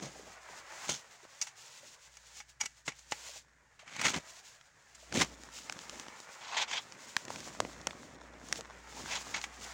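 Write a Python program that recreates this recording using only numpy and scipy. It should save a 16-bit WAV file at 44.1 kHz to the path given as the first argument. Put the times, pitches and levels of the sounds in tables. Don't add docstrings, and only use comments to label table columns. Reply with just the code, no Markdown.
import sys
import numpy as np
from scipy import signal
from scipy.fft import rfft, irfft
from scipy.io import wavfile

SR = 44100
rng = np.random.default_rng(int(sys.argv[2]) if len(sys.argv) > 2 else 0)


def unload_wav(signal):
    wavfile.write(
        sys.argv[1],
        SR,
        np.round(np.clip(np.atleast_2d(signal).T, -1, 1) * 32767).astype(np.int16),
    )


N = 429093

# start and length in seconds, then crunch, grit, thud and swell in dB.
SOD_CRUSHES = [(0.027, 0.051, -54.5, -48.5, -46, -3), (0.897, 0.084, -49, -41, -53, -24),
               (3.867, 0.1, -50.5, -55, -65, 8), (3.995, 0.066, -38, -46, -50.5, -1),
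               (4.053, 0.052, -34, -32.5, -45, -5), (4.137, 0.036, -40.5, -42, -42, 6),
               (5.12, 0.029, -45, -50, -43.5, 8), (5.16, 0.062, -34, -31.5, -36, 6.5),
               (9.343, 0.025, -43.5, -48, -58, 13)]
# peak time in seconds, crunch, bright edge and thud in dB,
# rise time and 60 dB decay time in seconds.
GRIT_JABS = [(0.893, -37, -26.5, -35, 0.0015, 0.023), (1.415, -46, -23.5, -85, 0.0011, 0.088),
             (1.471, -47.5, -38.5, -87, 0.0028, 0.097), (2.171, -50, -36.5, -80, 0.001, 0.014),
             (2.368, -61, -41, -81, 0.0024, 0.12), (2.404, -45.5, -53, -64, 0.003, 0.041),
             (2.615, -37, -25.5, -60, 0.0083, 0.028), (2.639, -51, -42, -55, 0.011, 0.072),
             (2.662, -47, -26.5, -58, 0.0066, 0.02), (2.869, -57, -38.5, -70, 0.012, 0.09),
             (2.88, -32.5, -31, -41.5, 0.002, 0.065), (2.921, -46.5, -54, -66, 0.0009, 0.016),
             (2.994, -64, -45, -88, 0.0072, 0.044), (3.113, -58, -32, -64, 0.0018, 0.052),
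             (3.122, -29.5, -28, -40, 0.0016, 0.029), (3.793, -52.5, -51, -91, 0.00075, 0.19),
             (3.878, -48.5, -59, -81, 0.0015, 0.046), (3.965, -37.5, -34, -56, 0.0009, 0.019),
             (4.016, -30, -20.5, -59, 0.0022, 0.024), (4.061, -27.5, -31, -60, 0.011, 0.03),
             (4.144, -32, -42, -54, 0.0064, 0.061), (4.954, -58, -42.5, -80, 0.006, 0.04),
             (5.217, -23.5, -23, -49, 0.0072, 0.048), (6.713, -31.5, -40, -77, 0.00075, 0.028),
             (6.739, -39, -39, -77, 0.004, 0.04), (9.346, -32, -58, -57, 0.0039, 0.062),
             (9.441, -34, -31, -67, 0.0014, 0.027)]
# time in seconds, level in dB, most strongly excited frequency in Hz.
STONE_STRIKES = [(1.415, -26, 5130), (1.424, -27.5, 5500), (1.47, -53, 3200), (2.17, -46.5, 6700),
                 (2.612, -24, 4540), (2.658, -30, 3500), (2.88, -22.5, 1490), (3.113, -46, 2800),
                 (3.122, -22, 1080), (4.015, -33, 7000)]
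# frequency in Hz, bandwidth in Hz, level in dB.
BLADE_MODES = [(835, 49, -3.5), (1370, 87, -9), (1985, 33, -8.5), (2246, 45, -1), (2680, 50, -9),
               (2930, 57, -7.5), (3200, 52, -21), (4630, 55, -7), (5110, 89, -2), (5750, 60, 2.5),
               (6375, 130, 2.5), (7550, 150, -12), (6600, 80, 0), (7670, 70, -33)]
# time in seconds, gain in dB.
BLADE_FREEDOM = [(0, 1.5), (0.95, -1.5), (1.3, 6), (2.7, 10.5), (3.1, -12), (4.0, -8), (5.2, -33),
                 (9.73, 5.5)]
# start in seconds, length in seconds, level in dB.
BOOT_TREADS = [(4.143, 0.016, -41.5), (5.158, 0.06, -35)]
# start and length in seconds, level and swell in dB.
SOD_TEARS = [(6.412, 0.147, -45.5, 11.5), (6.57, 0.059, -31.5, 3.5), (6.681, 0.049, -40.5, 4.5),
             (6.733, 0.052, -37, 2.5), (9.056, 0.062, -48, 9), (9.119, 0.051, -37, -3),
             (9.16, 0.06, -49, -16), (9.35, 0.033, -45.5, 11)]
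# time in seconds, thump, knock and crack in dB, knock pitch in Hz.
ROOT_SNAPS = [(1.2517, -52, -56, -73, 865), (4.612, -70, -47.5, -67, 1000), (5.125, -58, -30, -37, 1440),
              (5.142, -43, -48, -27.5, 814), (5.2478, -53, -40, -38, 770), (5.4355, -48, -42.5, -42, 1420),
              (5.5865, -77, -42, -45, 930), (5.6974, -63, -30.5, -36, 740), (5.7243, -76, -33, -33, 1400),
              (5.7905, -50, -38, -46.5, 940), (5.896, -49, -33, -37, 1180), (5.998, -54, -40, -35, 840),
              (6.065, -47, -57, -52, 1080), (6.0833, -51, -39.5, -46, 1020), (6.2024, -55, -54.5, -41, 820),
              (6.2907, -47, -54, -58, 1030), (6.9226, -70.5, -36, -51, 1050),
              (7.1664, -39, -18.5, -22.5, 685), (7.252, -51, -40, -37.5, 1370),
              (7.2815, -42, -35, -52, 875), (7.304, -39.5, -36, -39, 800), (7.3597, -45, -36.5, -39, 830),
              (7.4043, -64, -38, -38, 1540), (7.4758, -50, -52, -42, 1100), (7.603, -28, -25.5, -22.5, 610),
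              (7.6499, -35, -58, -55, 820), (7.8706, -28.5, -22, -23.5, 770),
              (7.9083, -40.5, -35.5, -58, 1240), (8.4865, -73.5, -46, -40, 1090),
              (8.5265, -39, -21.5, -22.5, 1490), (8.558, -49, -34, -42, 1460), (8.609, -54, -39, -39, 1180),
              (9.154, -75, -30, -32, 1210), (9.415, -69, -31, -51, 1500)]
# time in seconds, level in dB, pitch in Hz.
BOOT_SCUFFS = [(0.16, -45.5, 595), (0.195, -45, 435), (0.271, -48.5, 566), (0.3, -52, 690), (0.5, -50, 486),
               (0.528, -48, 670), (0.809, -51, 780), (1.234, -54, 334), (1.832, -51, 560),
               (3.29, -47.5, 580), (3.36, -50, 640), (3.828, -53.5, 640), (5.03, -52.5, 620),
               (5.927, -48, 580.0), (5.962, -56, 455), (8.593, -39, 504), (8.971, -42.5, 830)]
# time in seconds, level in dB.
DISTURBANCE = [(0.0, -57.5), (0.51, -78.5), (0.89, -69.5), (1.05, -74), (1.54, -83.5), (3.87, -76),
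               (4.04, -66), (4.63, -80.5), (4.93, -75), (5.25, -59.5), (5.55, -67), (5.96, -60),
               (6.23, -69), (7.13, -63.5), (7.43, -58), (8.86, -64), (8.97, -58), (9.73, -63)]
# start in seconds, length in seconds, level in dB.
CLOD_SLUMPS = [(0.172, 0.13, -61.5), (0.506, 0.11, -66), (1.828, 0.06, -69), (5.755, 0.031, -57),
               (7.28, 0.093, -55), (7.6, 0.073, -49), (7.83, 0.27, -58), (8.154, 0.063, -70),
               (8.51, 0.09, -54.5), (9.0, 0.08, -61)]
# time in seconds, level in dB.
BODY_MOTION = [(0.0, -60), (0.81, -48.5), (1.03, -60), (1.54, -62), (2.68, -74), (3.2, -74), (3.82, -66.5),
               (4.04, -51), (4.66, -67.5), (5.94, -53), (6.45, -54), (6.61, -53.5), (6.8, -56.5),
               (7.56, -54), (8.16, -59.5), (8.83, -54.5), (9.16, -53.5), (9.73, -52)]
# start and length in seconds, level and swell in dB.
LIMB_SWEEPS = [(0.04, 0.33, -57, -2), (0.48, 0.12, -53.5, 2), (0.744, 0.115, -48, 8),
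               (0.974, 0.28, -58, -8), (1.333, 0.12, -54.5, 3), (1.625, 0.32, -53, -3.5),
               (2.031, 0.053, -57.5, 3), (2.14, 0.15, -61.5, 1), (2.308, 0.085, -54.5, 3),
               (2.482, 0.014, -61.5, 13), (2.762, 0.016, -57.5, 5), (2.994, 0.041, -61, -8),
               (3.146, 0.23, -48.5, 0), (4.252, 0.15, -53, 0), (4.44, 0.12, -58.5, 2),
               (4.645, 0.033, -65, 0), (4.8, 0.3, -61.5, 11), (5.285, 0.3, -58.5, -1),
               (5.573, 0.85, -55.5, -5.5), (6.326, 0.076, -65, -10), (6.818, 0.23, -60, -11),
               (7.05, 0.17, -54.5, -5), (7.324, 0.16, -50.5, -4), (7.51, 0.64, -58.5, -7),
               (8.12, 0.11, -86, -3), (8.414, 0.17, -53, 15), (8.881, 0.14, -54, 9.5),
               (9.083, 0.14, -46.5, -1.5), (9.268, 0.056, -45, 3.5), (9.43, 0.079, -61, -22),
               (9.637, 0.082, -48.5, -1.5)]
# time in seconds, level in dB.
HUM_LEVELS = [(0.0, -75), (0.19, -68), (1.84, -100), (2.09, -73), (3.28, -68), (3.98, -81), (4.09, -74),
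              (4.77, -87), (5.2, -54), (5.8, -79), (5.94, -64), (6.29, -97), (6.61, -74), (6.96, -86),
              (7.78, -58), (8.05, -75), (8.24, -60.5), (9.73, -61)]

# frequency in Hz, gain in dB.
CRUNCH_SPECTRUM = [(200, -52.5), (550, -12.5), (950, 1.5), (1400, 0), (2100, 5), (3200, -1), (4500, -6),
                   (8000, -9.5), (16000, -69)]
SAND_SPECTRUM = [(1800, -21), (3200, 4.5), (4200, 3.5), (7000, 2), (9000, 2.5), (16000, 0)]
EDGE_SPECTRUM = [(1800, -25), (3200, -10.5), (4200, -8), (7000, -0.5), (16000, -3.5)]
THUD_SPECTRUM = [(35, -29), (70, -9), (150, 2), (270, -1.5), (400, -6.5), (560, -4.5), (900, -12),
                 (2500, -28.5)]
TURF_SPECTRUM = [(200, -30), (550, -9.5), (950, -1.5), (1500, -2.5), (2300, -2.5), (3300, -1.5),
                 (4500, -1.5), (6500, -2.5), (9000, -16), (16000, -15)]
CRUMB_SPECTRUM = [(35, -27), (70, -7), (130, -1.5), (250, 1), (400, -3.5), (560, -4), (900, -11.5),
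                  (2500, -37)]
FOLD_SPECTRUM = [(150, -45.5), (350, -10.5), (560, 0), (900, 2), (1400, 1), (2100, 0.5), (3200, -13.5),
                 (6000, -37.5)]
WEAVE_SPECTRUM = [(1200, -15), (2600, -1), (4000, -1.5), (6500, 1), (9000, 1), (16000, 4)]
AIR_SPECTRUM = [(25, 24.5), (60, -2.5), (130, 10), (280, -12), (700, -34), (1700, 7.5), (2800, -15),
                (7000, -8), (16000, -5)]
MICROPHONE_RESPONSE = [(25, -26), (60, -0.5), (5500, -0.5), (7100, 0.5), (8200, -7.5), (10000, -16.5),
                       (12000, -26), (13700, -29), (14800, -18), (16000, -23)]


def crushing(crunch, grit, thud):
    jerks = rms_one(from_db(2 * drift(per_s=300)))
    fibres = colour(grains(per_s=2600, spread_db=1.5), CRUNCH_SPECTRUM)
    fibres = hollows(fibres, patchy_db=2.5, per_s=45)
    sand = colour(grains(per_s=7000, spread_db=3), SAND_SPECTRUM)
    sand = rms_one(scatter(sand, tail_db=-12.5, t60=0.0058))
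    soil = rms_one(colour(grains(per_s=1500, spread_db=1), THUD_SPECTRUM))
    contact = jerks * (from_db(-2.5) * crunch * fibres + from_db(2) * grit * sand)
    return blade(contact, ring_db=2.5) + from_db(1) * jerks * thud * soil


def crush_forces():
    out = np.zeros((3, N))
    for start, length, *levels_db, swell_db in SOD_CRUSHES:
        force = envelope(start, length, attack_s=0.02, release_s=0.03, swell_db=swell_db)
        out += np.outer(from_db(levels_db), force)
    return out


def jabs(drag_db=-25, drag_t60=0.29, thump_hz=240, lead_s=0.04):
    t = np.arange(SR // 4) / SR - lead_s
    before, after = np.maximum(-t, 0), np.maximum(t, 0)
    crunch, edge, thud, blows = np.zeros((4, N))
    for s, crunch_db, edge_db, thud_db, rise, t60 in GRIT_JABS:
        fall = from_db(-60 * after / t60) + from_db(drag_db - 60 * after / drag_t60)
        force = np.exp(-(before / rise) ** 2) * fall
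        add(crunch, s - lead_s, force * from_db(crunch_db))
        add(edge, s - lead_s, force * from_db(edge_db))
        add(thud, s - lead_s, force * from_db(thud_db))
        add(blows, s, from_db([thud_db]))
    scrape = blade(crunch * colour(grains(per_s=11000, spread_db=2.2), CRUNCH_SPECTRUM), ring_db=1.5)
    zing = blade(edge * colour(grains(per_s=26000, spread_db=2), EDGE_SPECTRUM), ring_db=-26)
    swing = resonance(resonance(blows, thump_hz, width_hz=960), thump_hz, width_hz=1100)
    crumbs = thud * rms_one(colour(grains(per_s=6000, spread_db=-7), THUD_SPECTRUM))
    return from_db(6.5) * scrape + from_db(-0.5) * zing + from_db(40.5) * swing + crumbs


def clinks(bandwidth_oct=0.8):
    t = np.arange(SR // 10) / SR
    hz, width, mode_db = np.transpose(BLADE_MODES)
    modes = np.cos(2 * np.pi * np.outer(hz, t)) * np.exp(-np.pi * np.outer(width, t))
    out = np.zeros(N)
    for s, db, bright_hz in STONE_STRIKES:
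        reach = 1 / (1 + (np.log2(hz / bright_hz) / bandwidth_oct) ** 2)
        spot = from_db(2 * rng.standard_normal(len(hz))) * rng.choice([-1, 1], len(hz))
        add(out, s, (from_db(db + mode_db) * reach * spot) @ modes)
    return from_db(-5) * out


def blade(contact, ring_db):
    ring = sum(from_db(db) * resonance(contact, hz, width) for hz, width, db in BLADE_MODES)
    return contact + from_db(ring_db) * gain_curve(BLADE_FREEDOM) * ring


def treads(hz=192, width_hz=236, edge_s=0.026):
    weight = sum(from_db(db) * envelope(start, length, edge_s, edge_s)
                 for start, length, db in BOOT_TREADS)
    slips = grains(per_s=1000, spread_db=3.2)
    return weight * rms_one(resonance(resonance(slips, hz, width_hz), hz, width_hz))


def tearing(attack_s=0.0095, release_s=0.023):
    pull = sum(from_db(db) * envelope(start, length, attack_s, release_s, swell_db)
               for start, length, db, swell_db in SOD_TEARS)
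    jerks = rms_one(from_db(1.07 * drift(per_s=250)))
    fibres = colour(grains(per_s=9000, spread_db=3), TURF_SPECTRUM)
    return pull * jerks * hollows(fibres, patchy_db=5.5, per_s=45)


def snaps(thump_hz=280, overtone=3.55, crack_hz=6000):
    out = np.zeros(N)
    release = signal.unit_impulse(SR // 20)
    crack = rms_one(resonance(release, crack_hz, width_hz=16600))
    thump = rms_one(resonance(release, thump_hz, width_hz=390))
    for s, thump_db, knock_db, crack_db, hz in ROOT_SNAPS:
        wood = resonance(release, hz, 0.5 * hz) - 1.26 * resonance(release, overtone * hz, 2.4 * hz)
        knock = rms_one(resonance(wood, hz, 2.2 * hz))
        snap = (from_db(thump_db - 13) * thump
                + from_db(knock_db - 20.5) * knock
                + from_db(crack_db - 18) * crack)
        add(out, s, scatter(snap, tail_db=1.5, t60=0.0097))
    return ground_echo(out, lag_s=0.001307, share=0.26)


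def scuffs(width_hz=170, rise_s=0.00467):
    t = np.arange(SR // 12) / SR
    out = np.zeros(N)
    for s, db, hz in BOOT_SCUFFS:
        rub = rng.standard_normal(len(t)) * t / rise_s * np.exp(-t / rise_s)
        pocket = resonance(resonance(rub, hz, width_hz), hz, 3 * width_hz)
        add(out, s - rise_s, from_db(db + 2) * pocket / np.abs(pocket).max())
    return out


def shifting(usual_db=-62, exponent=1.4):
    disturbance = gain_curve(DISTURBANCE) / from_db(usual_db)
    slides = rms_one(from_db(2.2 * drift(per_s=25)))
    return from_db(-59) * disturbance ** exponent * slides


def leaves(shift):
    activity = rms_one(from_db(3 * drift(per_s=13)))
    ticks = sum(resonance(grains(per_s=30 * activity, spread_db=4), hz, 0.8 * hz) / hz ** 1.1
                for hz in np.geomspace(800, 7000, num=6))
    return from_db(-1.5) * shift * rms_one(scatter(ticks, tail_db=8, t60=0.012))


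def earth(shift, edge_s=0.051):
    slumps = sum(from_db(db) * envelope(start, length, edge_s, edge_s)
                 for start, length, db in CLOD_SLUMPS)
    crumbs = rms_one(colour(grains(per_s=700, spread_db=-0.5), CRUMB_SPECTRUM))
    return np.hypot(shift, slumps) * crumbs


def clothes(attack_s=0.13, release_s=0.052):
    moving = gain_curve(BODY_MOTION)
    sweep_power = sum((from_db(db) * envelope(start, length, attack_s, release_s, swell_db)) ** 2
                      for start, length, db, swell_db in LIMB_SWEEPS)
    sweeps = np.sqrt(sweep_power)
    rub = np.hypot(from_db(-1.5) * moving, from_db(-10.5) * sweeps)
    swish = np.hypot(from_db(-8.5) * moving, sweeps)
    folds = colour(grains(per_s=7000, spread_db=2.5), FOLD_SPECTRUM) * from_db(1.6 * drift(per_s=45))
    weave = colour(grains(per_s=25000, spread_db=4), WEAVE_SPECTRUM) * from_db(2.2 * drift(per_s=33))
    folds = ground_echo(folds, lag_s=0.002583, share=0.35)
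    return rub * rms_one(folds) + from_db(6.5) * swish * rms_one(weave)


def background(hum_hz=59.4):
    phase = 2 * np.pi * np.cumsum(hum_hz + 0.72 * drift(per_s=5)) / SR
    waver = from_db(-0.5 + 1.5 * drift(per_s=7))
    hum = waver * gain_curve(HUM_LEVELS) * np.sqrt(2) * np.sin(phase)
    air = rms_one(colour(rng.standard_normal(N), AIR_SPECTRUM))
    return hum + from_db(-63) * air


def hollows(x, patchy_db, per_s):
    ring = sum(resonance(x, hz, width_hz=510) * from_db(patchy_db * drift(per_s)) * rng.choice([-1, 1])
               for hz in np.geomspace(700, 7000, num=16))
    return rms_one(x + 0.37 * ring)


def scatter(x, tail_db, t60):
    t = np.arange(SR // 20) / SR
    tail = rng.standard_normal(len(t)) * from_db(-60 * t / t60)
    return x + from_db(tail_db) * signal.oaconvolve(x, tail / np.linalg.norm(tail))[:len(x)]


def ground_echo(x, lag_s, share):
    n = np.arange(N)
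    lag = lag_s * SR * from_db(2 * drift(per_s=3))
    return x + share * np.interp(n - lag, n, x)


def grains(per_s, spread_db):
    sizes = from_db(spread_db * np.minimum(rng.exponential(1, N), 4.5))
    return rms_one(sizes * rng.choice([-1, 1], N) * (rng.random(N) < per_s / SR))


def drift(per_s):
    knots = rng.standard_normal(N // 40)
    return rms_one(np.interp(np.arange(N) / SR * per_s, np.arange(len(knots)), knots))


def resonance(x, hz, width_hz):
    r = np.exp(-np.pi * width_hz / SR)
    numerator = np.array([1, 0, -1]) * (1 - r * r) / 2
    denominator = [1, -2 * r * np.cos(2 * np.pi * hz / SR), r * r]
    return signal.lfilter(numerator, denominator, x + 1e-18)


def colour(x, spectrum, size=4096):
    hz, db = np.transpose(spectrum)
    grid = np.maximum(np.arange(size // 2 + 1) * SR / size, 1)
    magnitude = from_db(np.interp(np.log(grid), np.log(hz), db))
    cepstrum = irfft(np.log(magnitude))
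    cepstrum[1:size // 2] *= 2
    cepstrum[size // 2 + 1:] = 0
    return signal.oaconvolve(x, irfft(np.exp(rfft(cepstrum))))[:len(x)]


def envelope(start, length, attack_s, release_s, swell_db=0):
    t = np.arange(N) / SR - start
    outside = np.maximum(-t, 0) / attack_s + np.maximum(t - length, 0) / release_s
    hold_db = swell_db * (np.clip(t / length, 0, 1) - 0.5)
    return from_db(hold_db - 20 * np.minimum(outside, 10))


def gain_curve(rows):
    s, db = np.transpose(rows)
    return from_db(np.interp(np.arange(N) / SR, s, db))


def from_db(db):
    return 10 ** (np.asarray(db) / 20)


def rms_one(x):
    return x / np.sqrt(np.mean(x ** 2) + 1e-20)


def add(track, s, sound):
    start = max(round(s * SR), 0)
    track[start:start + len(sound)] += sound[:N - start]


def scene():
    crunch, grit, thud = crush_forces()
    shift = shifting()
    digging = crushing(crunch, grit, thud) + jabs() + clinks() + treads()
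    ground = tearing() + snaps() + scuffs() + leaves(shift) + earth(shift)
    return (digging + ground + clothes() + background())[None]


def record(dry, cutoff_hz=16000):
    heard = np.array([colour(channel, MICROPHONE_RESPONSE) for channel in dry])
    return signal.sosfilt(signal.ellip(10, 0.3, 70, cutoff_hz, fs=SR, output="sos"), heard)


dry = scene()
out = record(dry)
unload_wav(out)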